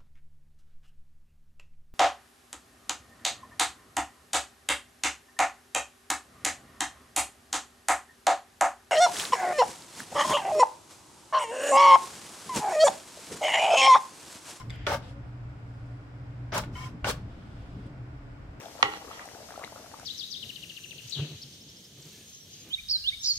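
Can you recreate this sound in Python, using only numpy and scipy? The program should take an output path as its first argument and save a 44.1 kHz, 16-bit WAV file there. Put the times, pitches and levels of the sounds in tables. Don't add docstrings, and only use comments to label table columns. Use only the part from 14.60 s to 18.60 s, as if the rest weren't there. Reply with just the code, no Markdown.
import sys
import numpy as np
from scipy import signal
from scipy.fft import rfft, irfft
from scipy.io import wavfile
from scipy.ndimage import uniform_filter1d

SR = 44100
rng = np.random.default_rng(int(sys.argv[2]) if len(sys.argv) > 2 else 0)


def boost_factor(decibels):
    exponent = np.asarray(decibels, float) / 20
    return 10 ** exponent


def dump_mix(stems):
    frames = np.atleast_2d(stems).T
    limited = np.clip(frames, -1, 1)
    pcm = np.round(limited * 32767).astype(np.int16)
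    wavfile.write(sys.argv[1], SR, pcm)


N = 176400
T = np.arange(N) / SR


def noise():
    return rng.standard_normal(N)


def unit(x):
    return x / np.sqrt(np.mean(x ** 2))


def colour(x, table, scale=1, edge_db=0):
    hz, db = np.array(table, float).T
    log_f = np.log(np.arange(len(x) // 2 + 1) * SR / len(x) + 1)
    gain_db = np.interp(log_f, np.log(hz), db, db[0] + edge_db, db[-1] + edge_db)
    return irfft(rfft(x) * boost_factor(scale * gain_db), len(x))


def ring(x, hz, width):
    return signal.lfilter(*signal.iirpeak(hz, hz / width, SR), x)


def hump(hz, width):
    return unit(ring(ring(noise(), hz, width), hz, width))


def rings(x, table):
    return sum((-1) ** k * boost_factor(db) * ring(x, hz, max(width, 45)) for k, (hz, width, db) in enumerate(table))


def walk(rate):
    k = int(SR / rate)
    steps = np.repeat(rng.standard_normal(N // k + 1), k)
    return unit(uniform_filter1d(uniform_filter1d(steps, k), k)[:N])


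def swell(start, stop, db0, db1, attack, fall_db):
    db = np.interp(T, [start, stop], [db0, db1]) - fall_db * np.maximum(T - stop, 0)
    return boost_factor(db) * np.clip((T - start) / attack + .5, 0, 1) ** 2


def follow(table):
    return boost_factor(np.interp(T, *np.array(table).T))


def tone(hz):
    return np.sin(2 * np.pi * np.cumsum(hz) / SR)


def air(clean):
    # f/Hz, level/dB
    low_colour = [(12, -47), (20, -10), (65, 1.5), (85, -5.5), (119, 4.5), (137, -2.5), (190, -22),
                  (287, -13.5), (420, -24), (550, -75), (920, -120)]
    high_colour = [(250, -18), (420, -1.5), (673, 0), (968, -5), (1150, -5.5), (2200, -12), (3720, -22.5),
                   (5210, -27), (10500, -40), (13600, -78), (22000, -120)]
    # f/Hz, width/Hz, level/dB
    duct = [(1440, 180, -71), (5000, 780, -82.5), (7570, 920, -88.5), (8800, 1000, -100.5),
            (13200, 3300, -93.5)]
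    # f/Hz, level/dB, width/Hz
    hum_lines = [(120.5, -4, 16.8), (281.5, -58.5, 10.2), (295.8, -61.5, 14)]
    # t/s, level/dB
    load = [(0, -44), (2.4, -43), (2.7, -50.5), (3.3, -49.5), (3.4, -36), (3.5, -53.5), (4, -57)]
    low = boost_factor(-45.5 + 1.37 * walk(2.33)) * unit(colour(noise(), low_colour, edge_db=-37))
    high = boost_factor(-58) * unit(colour(noise(), high_colour, edge_db=-37))
    high = high + sum(boost_factor(db) * hump(hz, width) for hz, width, db in duct)
    high = high * boost_factor(0.094 * walk(3.3) + 0.2 * walk(24.78))
    hums = [boost_factor(db) * hump(hz, width) for hz, db, width in hum_lines]
    fan = hums[0] + clean * boost_factor(0.5) * np.sin(2 * np.pi * hum_lines[0][0] * T)
    return low + high + sum(hums[1:]) + follow(load) * fan


def rumble():
    # t/s, level/dB
    boom = [(0.0, -56), (0.07, -45), (0.2, -63), (0.32, -45.5), (0.7, -57.5), (1.67, -56.5), (1.89, -59.5),
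            (1.95, -42.5), (2.14, -43), (2.17, -56.5), (2.35, -41.5), (2.41, -53), (2.49, -40),
            (2.55, -49.5), (3.02, -53), (3.19, -43.5), (3.53, -61), (4.0, -56)]
    shake = [(0.0, -49), (0.05, -46), (0.17, -39.5), (0.44, -45.5), (1.84, -56.5), (2.14, -38), (2.39, -64),
             (2.43, -40), (2.67, -40), (2.71, -47), (3.98, -49), (4.0, -56)]
    return boost_factor(-2) * (follow(boom) * hump(179, 150) + follow(shake) * hump(60, 90))


def whirrs():
    # start t/s, stop t/s
    spans = [
        (-.1, .014),
        (2.153, 2.282),
    ]
    # tone level/dB, brush level/dB, mesh f/Hz
    runs = [
        (-47.5, -45.5, 1030),
        (-50.5, -47.5, 1018),
    ]
    # multiple, level/dB
    mesh = [(1, 3), (2.13, -19), (3, -17.5)]
    # f/Hz, width/Hz, level/dB
    motor_rings = [(1422, 30, 15.5), (1880, 160, 9), (2130, 120, 8), (3100, 390, -17), (5340, 680, -5.5),
                   (7940, 760, -15)]
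    # f/Hz, level/dB
    brush_air = [(710, -11.5), (1200, -7.5), (1620, -21.5), (2190, -31), (2480, -15), (5790, -25.5),
                 (10000, -29.5), (15500, -38)]
    wobble, flutter = walk(60), [walk(90) for _ in mesh]
    wheel_hz, wheel_peak_s = 20.4, 2.2255
    slack = np.minimum(2 * np.cos(2 * np.pi * wheel_hz * (T - wheel_peak_s)) + 1, 0)
    grip = boost_factor(-12 * slack * slack)
    frame = unit(rings(noise(), motor_rings[:4]))
    brush = boost_factor(-11.5) * unit(rings(noise(), motor_rings[4:]))
    brush = brush + boost_factor(-3.0) * unit(colour(noise(), brush_air, edge_db=-2.5))
    lead_s = 0.017
    out = 0
    for (a, b), (db, brush_db, hz) in zip(spans, runs):
        phase = 2 * np.pi * np.cumsum(hz * (1 + .009 * wobble)) / SR
        teeth = sum(boost_factor(g + 2.5 * w) * np.sin(k * phase) for (k, g), w in zip(mesh, flutter))
        gears = (teeth + boost_factor(-8) * frame) * grip
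        out = out + swell(a, b, db, db, attack=.008, fall_db=801) * gears
        out = out + swell(a - lead_s, b - lead_s, brush_db, brush_db, attack=0.071, fall_db=330) * brush
    return out


def sprays():
    bursts = [
        (0.013, 0.143, -79, -67.5, 0.015),
        (0.372, 0.507, -75, -68.5, 0.023),
        (1.097, 1.49, -68, -86, 0.61),
        (2.804, 3.273, -76, -83, 0.24),
    ]
    # f/Hz, level/dB
    hiss_colour = [(2500, -10), (5000, 4), (6300, -7), (7600, -1), (10000, -8), (12000, -18), (15500, -18)]
    return sum(swell(*row, fall_db=297) for row in bursts) * unit(colour(noise(), hiss_colour, edge_db=-11))


def belt_whine():
    u = (T - 0.085) / 0.047
    hz = 13800 - 1410 * np.minimum(u ** 2, 2)
    return boost_factor(-80 + 1.5 * walk(300)) * np.clip(3 * (1 - abs(u)), 0, 1) * tone(hz)


def knocks():
    # f/Hz, level/dB, t60/s
    latch = [(2140, 1, 0.023), (3470, -4, 0.038), (3670, -7, 0.018), (4800, -9.5, 0.038), (7600, -12, 0.02),
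             (13100, -35, .015)]
    clutch = [(578, -3.5, 0.041), (1110, 0.5, 0.017), (1448, -5, 0.12), (1807, -8, 0.078), (2265, 3, 0.014),
              (2620, 0.5, 0.008), (3300, -9.5, 0.03), (3810, -11, 0.041)]
    stop = [(890, 4.5, 0.041), (1374, 6, 0.048), (2730, 0.5, 0.027), (6240, -7, 0.016), (7400, 2, 0.02),
            (10860, -8, 0.025)]
    # t/s, level/dB, brightness/(dB per octave)
    latch_hits = [
        (.098, -44.5, 0),
        (.104, -39.5, 1),
    ]
    clutch_hits = [
        (0.267, -29.5, 0),
        (.271, -30.5, -6),
        (1.9389, -38.5, 1),
        (2.037, -42.5, -3.5),
        (2.4441, -32, -3.5),
        (2.453, -42.5, 5),
        (2.4991, -34.5, 3.5),
    ]
    stop_hits = [
        (.347, -57, -1.3),
        (1.979, -37, 1),
        (1.983, -41, -1.7),
        (2.51, -44.5, 3),
    ]
    # centre f/Hz, width/Hz, level/dB, decay/s
    cracks = [
        (4340, 3300, 4.5, 0.0013),
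        (2320, 3700, 4, 0.014),
        (7500, 9700, 9.5, 0.0035),
    ]
    size = 8192
    out, t = np.zeros(N + size), T[:size]
    parts = zip((latch, clutch, stop), (latch_hits, clutch_hits, stop_hits), cracks)
    for modes, hits, (hz, width, crack_db, decay) in parts:
        f, g, t60 = np.array(modes).T[:, :, None]
        for s, db, tilt_db in hits:
            level_luck, pitch_luck, sign_luck = rng.standard_normal((3, len(modes), 1))
            level = boost_factor(g + 0.29 * level_luck + tilt_db * np.log2(f / 2000) - 60 * t / t60)
            body = level * np.sign(sign_luck) * np.sin(2 * np.pi * f * (1 + .012 * pitch_luck) * t)
            crack = ring(ring(rng.standard_normal(size), hz, width), hz, width)
            crack = crack * np.exp(-t / decay) * boost_factor(crack_db + tilt_db)
            at = int(s * SR)
            out[at:at + size] += boost_factor(db) * (body.sum(axis=0) + crack)
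    return out[:N]


def drag():
    pull = (.106, .262, -55, -57, .004)
    # f/Hz, level/dB
    slide_colour = [(1400, -3), (2050, 2), (2600, -3), (3300, -1.5), (4100, -17), (4850, -9), (6000, -26),
                    (7600, -19)]
    rub = boost_factor(1.4 * walk(54)) * unit(colour(noise(), slide_colour, edge_db=-22))
    return swell(*pull, fall_db=297) * rub


def ticks():
    # t/s, level/dB, f/Hz, second f/Hz
    clicks = [
        (.1585, -66, 7500, 13500),
        (3.265, -68, 9300, 7800),
    ]
    size = 8192
    out, t = np.zeros(N + size), T[:size]
    for s, db, *pair in clicks:
        click = sum(np.sin(2 * np.pi * f * t) + ring(rng.standard_normal(size), f, f / 2) for f in pair)
        at = int(s * SR)
        out[at:at + size] += boost_factor(db) * click * np.exp(-t / 0.0037)
    return out[:N]


def jerks():
    # start t/s, stop t/s
    spans = [
        (.265, .345),
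        (1.92, 1.986),
        (2.445, 2.5),
    ]
    # start level/dB, stop level/dB, extra hiss/dB
    levels = [
        (-34.5, -33.5, 1),
        (-36, -34, 6),
        (-36.5, -34, 7.5),
    ]
    # f/Hz, width/Hz, level/dB
    case_rings = [(453, 160, -4), (521, 52, 3.5), (589, 33.4, 1.5), (893, 30, 4), (1178, 35, -4.5),
                  (1405, 40, -3), (2160, 80, -12), (2620, 36, -11), (3180, 62, -29)]
    # f/Hz, level/dB
    rattle = [(59, -23), (100, 2), (299, -12), (584, -17), (1400, -4), (2040, -15), (5140, -22),
              (6000, -20), (7800, -52), (13200, -120)]
    hiss_colour = [(1000, -21), (3000, 4.5), (5300, 2.5), (6500, -1.5), (7600, -1), (11000, -7.5),
                   (15500, -10)]
    teeth_per_s, scatter_db, late_s = 4000, 2.2, .014
    struck = rng.random(N) < teeth_per_s / SR
    teeth = struck * np.sign(noise()) * boost_factor(scatter_db * rng.exponential(size=N))
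    push, rub = 0, 0
    for (a, b), (d0, d1, extra) in zip(spans, levels):
        push = push + swell(a, b, d0, d1, attack=.006, fall_db=590)
        rub = rub + swell(a + late_s, b, d0 + extra, d1 + extra, attack=2 * late_s, fall_db=442)
    steady = rings(teeth, case_rings)
    case = rings(teeth * push, case_rings) / np.sqrt(np.mean(steady ** 2))
    box = push * unit(colour(teeth, rattle, edge_db=-26))
    hiss = rub * boost_factor(1.8 * walk(86)) * unit(colour(noise(), hiss_colour))
    return case + box + boost_factor(-10) * hiss


def catches(phase):
    # t/s, level/dB, f/Hz
    dull = [(0.274, -21, 547), (0.31, -21, 546), (0.318, -15.5, 840), (0.325, -23, 594), (0.334, -25, 750),
            (0.344, -22.5, 592), (0.351, -24, 566), (1.928, -29, 880), (1.94, -27, 650), (1.944, -25, 589),
            (1.954, -22, 620), (1.959, -25, 526), (1.967, -19.5, 1007), (1.972, -21, 608),
            (1.983, -26, 880), (2.453, -22.5, 826), (2.469, -21, 587), (2.476, -21.5, 805),
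            (2.484, -20.5, 1100), (2.49, -19.5, 598), (2.499, -23.5, 441)]
    # t/s, level/dB, f/Hz
    bright = [
        (.2668, -18.5, 3500),
        (.2672, -24, 1800),
        (.267, -23.5, 1090),
        (.344, -30, 3000),
        (2.4452, -18, 1480),
        (2.4442, -19.5, 2750),
    ]
    size = 4096
    out, t = np.zeros(N + size), T[:size]
    for table, t60 in ((dull, 0.037), (bright, .016)):
        for s, db, hz in table:
            level = boost_factor(db - 2 - 60 * t / t60) * (1 - np.exp(-t / .001))
            at = int(s * SR)
            out[at:at + size] += level * np.sin(2 * np.pi * hz * t + phase)
    return out[:N]


def slides():
    strokes = [
        (0.42, 0.495, -58.5, -57.5, 0.0077),
        (2.64, 3.274, -67, -66.5, 0.09),
    ]
    # f/Hz, level/dB
    rod = [(600, 5), (1200, -8), (2300, -6.5), (3400, -1.5), (4100, -8.5), (5000, -9), (5800, -15.5),
           (12000, -29)]
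    rub = boost_factor(1.0 * walk(41.15)) * unit(colour(noise(), rod, edge_db=-8))
    return sum(swell(*row, fall_db=297) for row in strokes) * rub


def moans():
    drives = [
        (.42, .57, -58, 480, 560),
        (3.0, 3.3, -67, 500, 540),
    ]
    out = 0
    for a, b, db, hz0, hz1 in drives:
        level = swell(a, b, db, db, attack=0.021, fall_db=297) * boost_factor(3.5 * walk(29.4))
        out = out + level * tone(np.interp(T, [a, b], [hz0, hz1]))
    return out


def squeals():
    partials = [(2.152, 2.168, -52, 1400, 1390), (2.152, 2.166, -54, 1880, 1860),
                (2.153, 2.2, -51, 2270, 2140), (2.152, 2.19, -56, 3030, 3080),
                (2.202, 2.243, -53, 1770, 1810), (2.205, 2.245, -53, 2180, 2290),
                (2.222, 2.25, -56, 3050, 3090), (2.264, 2.284, -56, 2130, 2180)]
    out = 0
    for a, b, db, hz0, hz1 in partials:
        level = swell(a, b, db, db, attack=.006, fall_db=1200) * boost_factor(5 * walk(110))
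        out = out + level * tone(np.interp(T, [a, b], [hz0, hz1]) * (1 + .022 * walk(80)))
    return out


def echo(x):
    size = 8192
    tail = rng.standard_normal(size) * boost_factor(-60 * T[:size] / 0.32)
    tail = tail / np.sqrt(np.sum(tail ** 2))
    return boost_factor(-11) * signal.lfilter(*signal.butter(1, 3020, fs=SR), signal.fftconvolve(x, tail)[:N])


def printer(phase):
    moving = whirrs() + sprays() + belt_whine() + knocks() + drag() + ticks()
    moving = moving + jerks() + catches(phase) + slides() + moans() + squeals()
    return moving + echo(moving)


def scene():
    # f/Hz, level/dB
    case_side = [(110, -25), (380, -11.5), (700, -8), (1290, -4), (2400, -1), (15000, 0)]
    air_side = [(60, -17), (110, -24), (200, -11.5), (380, -7), (1290, 1), (15000, -1)]
    # f/Hz, level/dB
    tilt = [(200, 1.2), (700, 2), (2400, 1.5), (4400, 1), (8100, -1.5), (15000, -1.2)]
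    pad = np.zeros(4096)
    near = np.append(printer(0) + rumble(), pad)
    side = colour(np.append(printer(np.pi / 2), pad), case_side)
    room, room_side = air(1.0), colour(air(0), air_side)
    left = colour(near + side, tilt, 1 / 2)[:N] + room + room_side
    right = colour(near - side, tilt, -1 / 2)[:N] + room - room_side
    return np.array([left, right])


def band_limit(x):
    return signal.sosfilt(signal.butter(12, 15960, fs=SR, output="sos"), x)


def record(dry):
    steep = signal.ellip(8, .2, 50, 16000, fs=SR, output="sos")
    mix = signal.sosfilt(steep, dry)
    return band_limit(mix)


dry = scene()
out = record(dry)
dump_mix(out)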